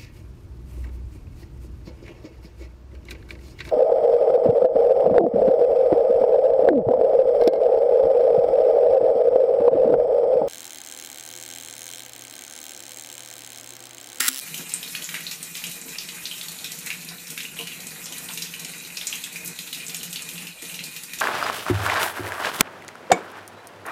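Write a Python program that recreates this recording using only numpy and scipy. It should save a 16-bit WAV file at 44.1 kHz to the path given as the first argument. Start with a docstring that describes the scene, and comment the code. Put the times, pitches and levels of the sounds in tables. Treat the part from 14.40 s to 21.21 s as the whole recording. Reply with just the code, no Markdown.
"""A thin stream drums on a wet bathtub floor by the drain, with a fine patter and fizz of small impacts.
Larger drops slap the water film, trap short-lived bubbles and scatter spray; stray bubbles tick and chirp.
A few soft bumps, as from a pawing cat, ring the modes of the tub shell over a low rumble.
Random impulses drive resonances, decaying sines make the bubbles, and hard walls add an echo and a brief tail."""
import sys
import numpy as np
from scipy import signal
from scipy.fft import rfft, irfft, next_fast_len
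from scipy.io import wavfile
from scipy.ndimage import uniform_filter1d

SR = 44100
rng = np.random.default_rng(int(sys.argv[2]) if len(sys.argv) > 2 else 0)


def wrap_up_sound(samples):
    """Save the sound to the file named by the first command line argument, as 16-bit audio."""
    columns = np.atleast_2d(samples).T
    # keep every value between -1 and 1, then stretch to whole-number steps
    tamed = np.clip(columns, -1, 1)
    steps = np.round(tamed * 32767).astype(np.int16)
    wavfile.write(sys.argv[1], SR, steps)


N = 300321  # length in samples
TOP_HZ = 15100  # upper band limit, also a cap on the nominal pitch of bubble shards and fallback droplets

# Strength of the stream. Each row: time in seconds, strength in dB before each layer's own scaling.
STREAM_FLOW = [(0.0, -34), (0.13, -36.5), (.2, -35.5), (.26, -40), (.45, -34.5), (0.74, -37.5),
               (0.91, -35.5), (1.0, -40), (1.12, -35.5), (1.35, -37), (1.55, -36.5), (1.72, -37),
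               (1.93, -36.5), (2.08, -36.5), (2.4, -38), (2.58, -39), (2.8, -40), (3.02, -38), (3.4, -38),
               (3.9, -35.5), (4.2, -39), (4.5, -39), (4.76, -34.5), (4.88, -37.5), (5.0, -39), (5.16, -39),
               (5.23, -38), (5.73, -39.5), (6.05, -38.5), (6.14, -45), (6.2, -46), (6.26, -35), (6.5, -40),
               (6.81, -38.5)]
# Modes of the tub shell. Each row: frequency in Hz, width in Hz, relative level in dB.
SHELL_MODES = [(124, 40, -12.5), (162.4, 9.2, 1), (173.3, 9.7, 4.5), (239, 14, -10), (259, 11.3, -7.5),
               (287.5, 20, -13), (353.5, 25, -14), (461.6, 15.5, -9), (690, 24, -27), (900, 67, -21),
               (1027, 17, -16.5), (1450, 71, -11.5)]


def stream(drum_patchy_db=1.4, patter_patchy_db=3.0, fizz_patchy_db=1.5):
    """Random impacts excite shell modes and splash on the film; a stronger flow is brighter, as fizz outgrows patter."""
    # Each row: time in seconds, level of the shell's drumming in dB.
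    drum_level = [(0.0, -53.5), (.1, -49), (.2, -43.5), (.26, -52), (.6, -50), (.66, -54), (.73, -44.5),
                  (.87, -49.5), (1.14, -49), (1.3, -49), (1.74, -51.5), (2.56, -47), (2.79, -49.5),
                  (2.84, -56), (2.92, -44.5), (3.0, -47.5), (3.72, -47.5), (3.88, -47), (4.97, -49.5),
                  (5.1, -42), (5.15, -49), (5.22, -49), (6.11, -47.5), (6.19, -69), (6.23, -50),
                  (6.35, -47.5), (6.81, -51.5)]
    # Patter spectrum. Each row: frequency in Hz, relative density in dB per Hz.
    patter_spectrum = [(100, -6.5), (300, -8.5), (600, -6.5), (1150, -10.5), (1500, -7.5), (2400, -2),
                       (3400, -11.5), (4300, -5.5), (5500, -18), (9000, -2), (15000, -20.5)]
    # Fizz spectrum. Each row: frequency in Hz, relative density in dB per Hz.
    fizz_spectrum = [(1500, -5.5), (4000, -12), (5500, -1), (7000, 2.5), (9000, -2.5), (10300, 3),
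                     (13000, 9), (15000, 4.5)]
    patter_db, fizz_db = -44, -4.5  # fizz is relative to the flow
    patter_growth = 0.18  # dB of patter for each dB of flow
    flow_db = curve(STREAM_FLOW)
    swell_db = flow_db - flow_db.mean()

    def shell_gain(hz):
        low_cut = hz ** 4 / (hz ** 4 + 125 ** 4)
        high_cut = 1 / (1 + (hz / 1400) ** 2)
        return peaks(SHELL_MODES, hz) * low_cut * high_cut

    drum = patchy(coloured(droplets(900, 0.98), shell_gain), drum_patchy_db)
    patter = unit(wandering(droplets(380, 3.5), patter_spectrum, wet_db=0.5))
    patter = patchy(patter, patter_patchy_db)
    fizz = unit(wandering(droplets(700, 4.0), fizz_spectrum, wet_db=7.5))
    fizz = patchy(fizz, fizz_patchy_db)
    drumming = amp(curve(drum_level)) * unit(drum)
    pattering = amp(patter_db + patter_growth * swell_db) * patter
    fizzing = amp(flow_db + fizz_db) * fizz
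    return drumming + pattering + fizzing


def droplets(rate, spread_db):
    """Impacts form a random impulse train, rate a second, with uneven sizes (dB) and random signs."""
    sizes_db = spread_db * np.clip(rng.standard_normal(N), -2, 2)
    impulses = amp(sizes_db) * rng.choice([-1, 1], N)
    return impulses * (rng.random(N) < rate / SR)


def wandering(x, spectrum, wet_db, count=40):
    """A wandering landing point couples anew to the drain's resonances and the walls in each stretch of sound."""
    # Each row: time in seconds, factor on the dB lift of the drain's resonances.
    drain_ring = [(0, 0.71), (1.2, 1.1), (2.0, 0.69), (4.5, 1.09), (6.8, 1.2)]
    out, step, ring = np.zeros(N), N // count + 1, curve(drain_ring)
    for start in range(0, N, step):
        reflected = walls(x[start:start + step], wet_db)
        add(out, start / SR, by_drain(reflected, lambda hz: along(spectrum, hz), ring[start]))
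    return out


def patchy(x, depth_db):
    """A shifting mix of droplet sizes modulates the spectrum in patches of time and frequency."""
    z = signal.stft(x, nperseg=512)[2]
    field = uniform_filter1d(rng.standard_normal(z.shape), size=14, axis=0)
    field = uniform_filter1d(field, size=9, axis=1)
    return signal.istft(z * amp(depth_db * unit(field)), nperseg=512)[1][:N]


def drops():
    """Larger drops are separate impact transients, each with a faint short swell of noise leading in."""
    # Each row: landing time in seconds, bubble level in dB, bubble pitch in Hz, pitch spread in octaves,
    # slap level in dB, spray level in dB; the levels stand before the offsets of each layer.
    landings = [(.012, -28, 9050, .2, -35, -50), (.0743, -30, 12500, .3, -37, -45),
                (0.1426, -24.5, 2810, 0.19, -31, -30), (0.176, -29, 7500, 0.5, -29, -30.5),
                (0.294, -24, 6100, 0.53, -37, -35), (.318, -29.5, 2660, 0.24, -40, -37),
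                (0.3388, -13, 8400, 0.058, -38, -50), (0.429, -22.5, 3100, 0.34, -30, -36),
                (.477, -26, 3950, 0.3, -43, -52), (0.5504, -15.5, 2520, 0.46, -24, -34.5),
                (0.622, -24, 3140, 0.42, -47, -35), (0.643, -21, 6870, 0.13, -40, -54),
                (0.69, -20.5, 2290, 0.47, -25, -35), (0.742, -16.5, 2210, 0.52, -25, -34),
                (.7505, -29, 2000, 0.28, -25, -48), (.764, -28, 2080, 0.37, -37, -51),
                (0.778, -31, 2380, 0.45, -41, -54), (0.806, -28, 2310, 0.58, -30, -38),
                (0.8669, -21.5, 4060, 0.14, -29, -58), (0.9123, -22, 4240, 0.37, -22, -30),
                (1.0288, -22, 8600, 0.17, -39, -33), (1.1524, -24, 3600, 0.29, -22, -36),
                (1.168, -29, 6400, .6, -28, -34), (1.239, -19, 2740, 0.29, -32, -32),
                (1.267, -20.5, 6900, 0.54, -27, -47), (1.293, -41, 2930, 0.25, -43, -35),
                (1.314, -26, 10500, 0.37, -44, -34), (1.415, -22.5, 7430, .3, -34, -50),
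                (1.482, -31, 2670, 0.35, -41, -46), (1.492, -24, 7130, .3, -44, -50),
                (1.585, -15, 4570, 0.66, -26, -53), (1.6877, -22, 3140, 0.65, -27, -36),
                (1.855, -15.5, 3980, 0.58, -33, -43), (1.913, -26.5, 3050, 0.08, -41, -38),
                (1.98, -34.5, 2530, 0.31, -27, -36.5), (2.012, -21, 3420, 0.39, -36, -49),
                (2.03, -32, 11100, .3, -35, -36), (2.0837, -27, 3950, 0.21, -33, -34),
                (2.118, -27, 7900, 0.5, -39, -40), (2.188, -26, 3900, 0.31, -40, -42),
                (2.2432, -24, 3560, 0.25, -20, -32), (2.26, -25.5, 3700, 0.21, -40, -49),
                (2.318, -19.5, 5430, 0.7, -38, -33), (2.388, -23.5, 10500, 0.45, -48, -35),
                (2.461, -24, 9450, 0.85, -33, -28), (2.47, -23.5, 2110, 0.34, -41, -46),
                (2.503, -18, 2475, 0.28, -31, -41), (2.513, -25, 2290, 0.49, -34, -46),
                (2.528, -33, 2470, 0.3, -31, -38), (2.648, -24.5, 11600, 0.24, -35, -47),
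                (2.688, -23, 4420, 0.38, -36, -43), (2.784, -38, 3770, 0.088, -48, -54),
                (2.87, -28, 5960, 0.54, -28, -44), (2.902, -31, 3170, 0.24, -40, -30.5),
                (2.9765, -20, 2250, 0.37, -28, -33.5), (2.988, -28, 2380, 0.54, -36, -44),
                (3.0038, -20.5, 2870, 0.49, -27, -36), (3.031, -26, 7600, 0.44, -37, -36),
                (3.052, -28, 2720, 0.12, -36, -46), (3.1891, -25.5, 2830, 0.089, -38, -35),
                (3.21, -27, 2900, 0.26, -30, -42), (3.271, -27.5, 3500, 0.41, -21, -36),
                (3.318, -27, 2620, 0.39, -34, -45), (3.403, -28, 3570, 0.52, -29, -37),
                (3.469, -22.5, 7700, 0.34, -46, -41), (3.642, -24, 7100, .4, -50, -59),
                (3.658, -22.5, 5600, 0.73, -45, -51), (3.7225, -24, 7300, 0.48, -22, -38),
                (3.772, -34, 4020, .3, -41, -48), (3.782, -19, 9000, 0.49, -40, -42),
                (3.8872, -23, 2905, 0.54, -25, -38), (3.935, -37, 5530, .5, -46, -31),
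                (3.9741, -21, 3900, 0.49, -21, -31.5), (4.022, -14, 5000, 0.71, -38, -32.5),
                (4.1383, -24, 2710, 0.28, -28, -39), (4.196, -24.5, 5940, .6, -36, -35.5),
                (4.248, -18.5, 6870, 0.53, -21, -40), (4.294, -30, 7300, .3, -39, -48),
                (4.336, -32, 2500, 0.22, -29, -50), (4.381, -26.5, 8400, .4, -42, -43),
                (4.409, -35, 2450, 0.23, -42, -50), (4.474, -29, 7060, 0.33, -43, -44),
                (4.502, -31, 2540, 0.19, -34, -52), (4.5706, -18, 4520, 0.48, -19, -36),
                (4.6124, -19.5, 3230, 0.5, -30, -40), (4.6699, -10, 6930, 0.32, -23, -34),
                (4.7272, -18, 2870, 0.27, -32, -36), (4.755, -23, 7200, .4, -31, -37),
                (4.839, -22.5, 3310, 0.25, -23, -39), (4.84, -19.5, 7730, 0.3, -36, -46),
                (4.927, -27, 9500, .4, -42, -38), (4.9583, -29, 2260, 0.26, -23.5, -34),
                (5.048, -23, 13500, .1, -48, -46), (5.058, -37, 6100, 0.33, -44, -31.5),
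                (5.0767, -17.5, 10500, 0.33, -43, -35), (5.1886, -23, 3440, 0.33, -24, -35),
                (5.22, -32, 12100, .3, -56, -42), (5.274, -28, 3400, 0.33, -30, -39),
                (5.3286, -19, 3270, 0.71, -28, -32.5), (5.346, -26, 4030, 0.72, -26, -36),
                (5.409, -30, 2660, 0.29, -29, -50), (5.466, -22, 7300, 0.22, -46, -42),
                (5.482, -18.5, 7600, 0.31, -29, -39), (5.496, -24.5, 3900, 0.31, -31, -37),
                (5.5455, -17, 6800, 0.34, -18.5, -33), (5.568, -21.5, 8600, 0.22, -42, -47),
                (5.611, -28.5, 2960, 0.27, -41, -52), (5.6308, -20.5, 6470, 0.58, -19.5, -31),
                (5.649, -32, 8000, .4, -42, -46), (5.708, -27, 8400, .2, -42, -50),
                (5.728, -25, 7700, 0.22, -23, -31.5), (5.759, -20, 3630, 0.33, -23, -36),
                (5.793, -25, 2570, .3, -39, -44), (5.822, -19.5, 7600, 0.36, -39, -48),
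                (5.8889, -25.5, 3650, 0.41, -25, -32), (5.935, -28, 9000, .3, -48, -41),
                (5.979, -24, 3470, 0.34, -25, -45), (6.021, -29.5, 2400, .5, -29, -44),
                (6.069, -30, 2760, 0.31, -23, -37), (6.222, -24.5, 7840, .3, -26, -39),
                (6.343, -24, 7600, 0.37, -23.5, -46), (6.3908, -21.5, 2690, 0.32, -25.5, -44),
                (6.4382, -23, 4400, 0.44, -39, -33), (6.563, -28, 3940, 0.3, -21.5, -34.5),
                (6.635, -27, 7350, 0.43, -31, -33.5), (6.734, -23.5, 3060, 0.55, -23, -32),
                (6.787, -23, 6650, 0.31, -22, -37), (6.801, -19.5, 6970, 0.32, -25, -30)]
    lead_in_s, lead_in_db = 0.0025, -16.5  # the lead-in level is relative to the bubble level
    out, swell = np.zeros(N), np.hanning(SR // 200)
    for s, level_db, hz, spread, slap_db, spray_db in landings:
        lead_in = coloured(rng.standard_normal(len(swell)), lambda f: peaks([(hz, hz / 2, 0)], f))
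        add(out, s - lead_in_s, amp(level_db + lead_in_db) * unit(lead_in) * swell)
        add(out, s, drop(level_db, hz, spread, slap_db, spray_db))
    return out


def drop(level_db, hz, spread, slap_db, spray_db):
    """Impact noise and bubble resonance combine: a slap, a bubble amid a crackle of lesser ones, and spray."""
    # Slap spectrum. Each row: frequency in Hz before the shift with drop size, relative density in dB per Hz.
    slap_spectrum = [(60, -45), (300, -4), (1000, -13), (1500, 0), (1900, 2.5), (2700, 12), (4200, 0.5),
                     (5500, 5), (12000, -34)]
    # Spray spectrum. Each row: frequency in Hz, relative density in dB per Hz.
    spray_spectrum = [(2000, -15.5), (4500, -2.5), (6500, 5.5), (10000, 3), (13000, 5), (15000, 1)]
    bubble_offset_db, crackle_offset_db, fallback_offset_db = -6.5, -16, -19
    # Slap and spray offsets apply before the snap and the walls add to the shower of impacts.
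    slap_offset_db, spray_offset_db = -11.5, -3.5
    crackle_hz, crackle_follows, crackle_octaves = 6260, 0.67, 0.46
    t = np.arange(SR // 10) / SR
    centre_hz = crackle_hz * (hz / crackle_hz) ** crackle_follows  # leans towards the bubble's pitch
    bulk = 4000 / hz  # a bigger drop has a lower bubble, and slaps deeper and longer

    def crackle_colour(f):
        octaves = np.log2((f + 1) / centre_hz)
        return -20 * np.log10(1 + (octaves / crackle_octaves) ** 2)

    def slap_colour(f):
        return along(slap_spectrum, f * bulk ** 0.14)

    def spray_colour(f):
        return along(spray_spectrum, f)

    slap = burst(t, slap_colour, snap_db=-6.5, decay_s=0.0075 * bulk ** 0.3, grain_db=4.0)
    crackle = burst(t, crackle_colour, snap_db=-3, decay_s=0.006, grain_db=7.0)
    spray = burst(t, spray_colour, snap_db=0.5, decay_s=0.025, grain_db=4.0)
    splash = amp(slap_db + slap_offset_db) * slap + amp(spray_db + spray_offset_db) * spray
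    splash += amp(level_db + crackle_offset_db) * crackle
    bubbles = amp(level_db + bubble_offset_db) * cavity(t, hz, spread)
    bubbles += amp(level_db + fallback_offset_db) * fallback(t, hz)
    return walls(bubbles + splash, wet_db=-4, echo_db=-11)


def burst(t, spectrum, snap_db, decay_s, grain_db, snap_s=0.0025, attack_s=0.0014):
    """An impact radiates a sharp snap and a decaying shower of grainy noise."""
    impacts, sizes = rng.standard_normal((2, len(t)))
    shower = (1 - np.exp(-t / attack_s)) * np.exp(-t / decay_s)
    snap = (t / snap_s) * np.exp(1 - (t / snap_s) ** 2)
    noise = by_drain(impacts * amp(grain_db * sizes), spectrum, ring=0.75)
    return unit(noise) * (shower + amp(snap_db) * snap)


def cavity(t, hz, spread, count=4, whole_db=15.0, shard_db=-4, shard_spread=0.39, breakup_s=0.00425, glide=0.97):
    """A closing crater resonates as one rising bubble; a ragged one (wide spread) as a run of ever higher bubbles."""
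    delays = breakup_s * np.sort(rng.uniform(0.06, 1, count))
    steps = (np.arange(count) + rng.random(count)) / count
    pitches = np.minimum(hz * 2 ** (spread * (2 * steps - 1)), TOP_HZ)
    shards = sum(bubble(t - delay, pitch, cycles=1.07, swell=1.0) for delay, pitch in zip(delays, pitches))
    ragged = np.tanh(spread / shard_spread)
    main = bubble(t, hz, cycles=3.18, rise=glide * spread, swell=1.46)
    return amp(whole_db * (1 - ragged)) * main + amp(shard_db) * ragged * shards


def fallback(t, hz, count=4, longest_s=0.045, octaves=0.66):
    """Droplets thrown up fall back after random flights, each exciting a tiny bubble resonance."""
    flights = longest_s * rng.uniform(.1, 1, count)
    pitches = np.minimum(hz * 2 ** (octaves * rng.uniform(-1, 1, count)), TOP_HZ)
    return sum(bubble(t - flight, pitch, cycles=1.3) for flight, pitch in zip(flights, pitches))


def bubble(t, hz, cycles, rise=0.0968, swell=0.3):
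    """A trapped bubble is a damped oscillator: it swells and decays over cycles, rising in pitch (octaves)."""
    age = hz * np.maximum(t, 0)  # in cycles
    envelope = (1 - np.exp(-age / swell)) ** 2 * np.exp(-age / cycles)
    pitch = hz * 2 ** (rise * np.tanh(age / cycles - 1))
    return envelope / envelope.max() * np.sin(2 * np.pi * np.cumsum(pitch) / SR)


def small_bubbles(count=150, level_db=-30, spread_db=4, centre_hz=5800, spread=0.9):
    """Small bubbles under the stream resonate high, ticking faintly at random moments."""
    out, t = np.zeros(N), np.arange(SR // 50) / SR
    for when, size, width in rng.random((count, 3)):
        hz = min(centre_hz * np.exp(spread * (2 * width - 1)), TOP_HZ)
        tick = walls(bubble(t, hz, cycles=1.8), wet_db=-2)
        add(out, when * N / SR, amp(level_db + spread_db * (2 * size - 1.0)) * tick)
    return out


def gurgle(count=170, level_db=-36.5, spread_db=4.0, centre_hz=2900, octaves=0.6, wet_db=-4):
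    """Larger bubbles in the puddle under the stream resonate lower, chirping upwards at random moments."""
    out, t = np.zeros(N), np.arange(SR // 50) / SR
    for when, size, width in rng.uniform(-1, 1, (count, 3)):
        chirp = bubble(t, centre_hz * 2 ** (octaves * width), cycles=2.1, rise=0.31)
        add(out, (when + 1) / 2 * N / SR, amp(level_db + spread_db * size) * walls(chirp, wet_db))
    return out


def stray_bubbles():
    """Bubble shedding follows the flow, so the stray bubbles fade when the stream thins."""
    growth = 0.61  # dB of stray bubbles for each dB of flow
    flow_db = curve(STREAM_FLOW)
    return amp(growth * (flow_db - flow_db.mean())) * (small_bubbles() + gurgle())


def bumps(width=0.68, shell_share=0.073, damping=1.3):
    """Soft contacts excite shell modes near a centre frequency, and scuff them with noise through broader modes."""
    # Each row: time in seconds, level in dB, centre frequency in Hz, contact time constant in seconds,
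    # scuff level in dB against the ring.
    contacts = [(0.175, -52.5, 274, 0.023, 5), (1.44, -54.5, 330, 0.023, -2),
                (3.183, -47.5, 590, 0.028, -8), (3.702, -56.5, 513, 0.012, 13),
                (3.885, -52.5, 1110, .014, 8), (6.222, -53, 384, 0.0059, -7)]
    out, t = np.zeros(N), np.arange(SR // 4) / SR
    for s, db, centre_hz, contact_s, scuff_db in contacts:
        reached = []
        for hz, w, mode_db in SHELL_MODES:
            distance = np.log(hz / centre_hz) / width
            reached.append((hz, w, shell_share * mode_db - 10 * distance ** 2))
        damped = [(hz, damping * w, level) for hz, w, level in reached]
        ring = np.zeros(len(t))
        for hz, w, level in reached:
            decay = np.exp(-np.pi * w * t)
            ring += amp(level) * decay * np.sin(2 * np.pi * (hz * t + rng.random()))
        ring *= (1 - np.exp(-t / contact_s)) ** 2
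        friction = rng.standard_normal(len(t)) * t * np.exp(-t / contact_s)
        scuff = coloured(friction, lambda hz: peaks(damped, hz))
        add(out, s, amp(db) * unit(unit(ring) + amp(scuff_db) * unit(scuff)))
    return out


def by_drain(x, colour, ring=1, drift=0.013):
    """Resonances around the drain lift a given colour (dB over frequency), and shift as the puddle moves."""
    # Each row: frequency in Hz before the shift, width in Hz, lift in dB before the ring factor.
    resonances = [(1932, 37, 7.5), (2453, 97, 10.5), (2760, 170, 2.5), (3914, 480, 7.5), (6870, 530, 1.5),
                  (8520, 970, 1)]
    shifts = 1 + drift * rng.uniform(-0.68, 1, len(resonances))

    def gain(hz):
        lift_db = 0
        for (c, w, db), shift in zip(resonances, shifts):
            lift_db = lift_db + db / (1 + (2 * (hz - c * shift) / w) ** 2)
        return amp(colour(hz) + ring * lift_db)

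    return coloured(x, gain)


def walls(x, wet_db, echo_db=-9, echo_s=.0063, build_s=0.0024):
    """Hard walls reflect: the far side of the tub sends one clear echo, and the bathroom a brief diffuse tail."""
    # Each row: frequency in Hz, time in seconds for the tail to fall by 60 dB.
    decay_times = [(200, 0.046), (2500, 0.29), (7000, 0.23), (14000, 0.034)]
    hz, t, z = signal.stft(rng.standard_normal(SR // 4), SR, nperseg=256)
    decay = amp(-60 * t / along(decay_times, hz)[:, None])
    response = signal.istft(z * decay, SR, nperseg=256)[1]
    response *= 1 - np.exp(-np.arange(len(response)) / SR / build_s)
    response *= amp(wet_db) / np.linalg.norm(response)
    response[0] += 1  # direct sound
    response[round(echo_s * SR * rng.uniform(.9, 1.1))] += amp(echo_db)
    return signal.fftconvolve(x, response)


def rumble():
    """The room's low rumble is steady noise shaped by a falling spectrum."""
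    # Each row: frequency in Hz, relative density in dB per Hz.
    rumble_spectrum = [(20, 3), (60, -6), (110, -6), (300, -18), (1000, -31), (4000, -60)]
    noise = coloured(rng.standard_normal(N), lambda hz: amp(along(rumble_spectrum, hz)))
    return amp(-66.5) * unit(noise)


def coloured(x, gain):
    """A minimum-phase filter, built by folding the cepstrum, gives x a gain over frequency causally."""
    m = next_fast_len(len(x) + 4096, True)
    cepstrum = irfft(np.log(np.maximum(gain(np.fft.rfftfreq(m, 1 / SR)), 1e-6)), m)
    cepstrum[1:m // 2] *= 2
    cepstrum[m // 2 + 1:] = 0
    return irfft(rfft(x, m) * np.exp(rfft(cepstrum)), m)[:len(x)]


def peaks(modes, hz):
    """Resonators with incoherent phases add in power; returns their joint gain."""
    power = 0
    for c, w, db in modes:
        power = power + amp(db) ** 2 * (hz * w) ** 2 / ((c * c - hz * hz) ** 2 + (hz * w) ** 2)
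    return np.sqrt(power)


def along(points, hz):
    """Spectra are read on a logarithmic frequency axis between (Hz, value) points."""
    f, v = np.transpose(points)
    return np.interp(np.log(hz + 1), np.log(f), v)


def curve(rows):
    """Slow changes are read linearly between (seconds, value) points, at every sample."""
    s, value = np.transpose(rows)
    return np.interp(np.arange(N) / SR, s, value)


def amp(db):
    """Decibels are logarithmic: 20 dB is a tenfold amplitude gain."""
    return 10 ** (np.asarray(db) / 20)


def unit(x):
    """Levels compare by root mean square, here scaled to 1."""
    return x / np.sqrt(np.mean(x ** 2) + 1e-20)


def add(track, s, sound):
    """Sounds superpose: mix one into the track at s seconds."""
    room_left = track[max(round(s * SR), 0):][:len(sound)]
    room_left += sound[:len(room_left)]


def scene():
    """By superposition, stream, drops, stray bubbles and bumps sum over the room's rumble."""
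    return (stream() + drops() + stray_bubbles() + bumps() + rumble())[None]


def record(dry):
    """A small microphone acts as a high-pass that thins the deepest bass; a sharp cut-off ends the band at the top."""
    m = next_fast_len(N + SR // 2)
    hz = np.fft.rfftfreq(m, 1 / SR)
    bass_cut = hz / np.hypot(hz, 45)
    return irfft(rfft(dry, m) * bass_cut * (hz < TOP_HZ), m)[..., :N]


dry = scene()
out = record(dry)
wrap_up_sound(out)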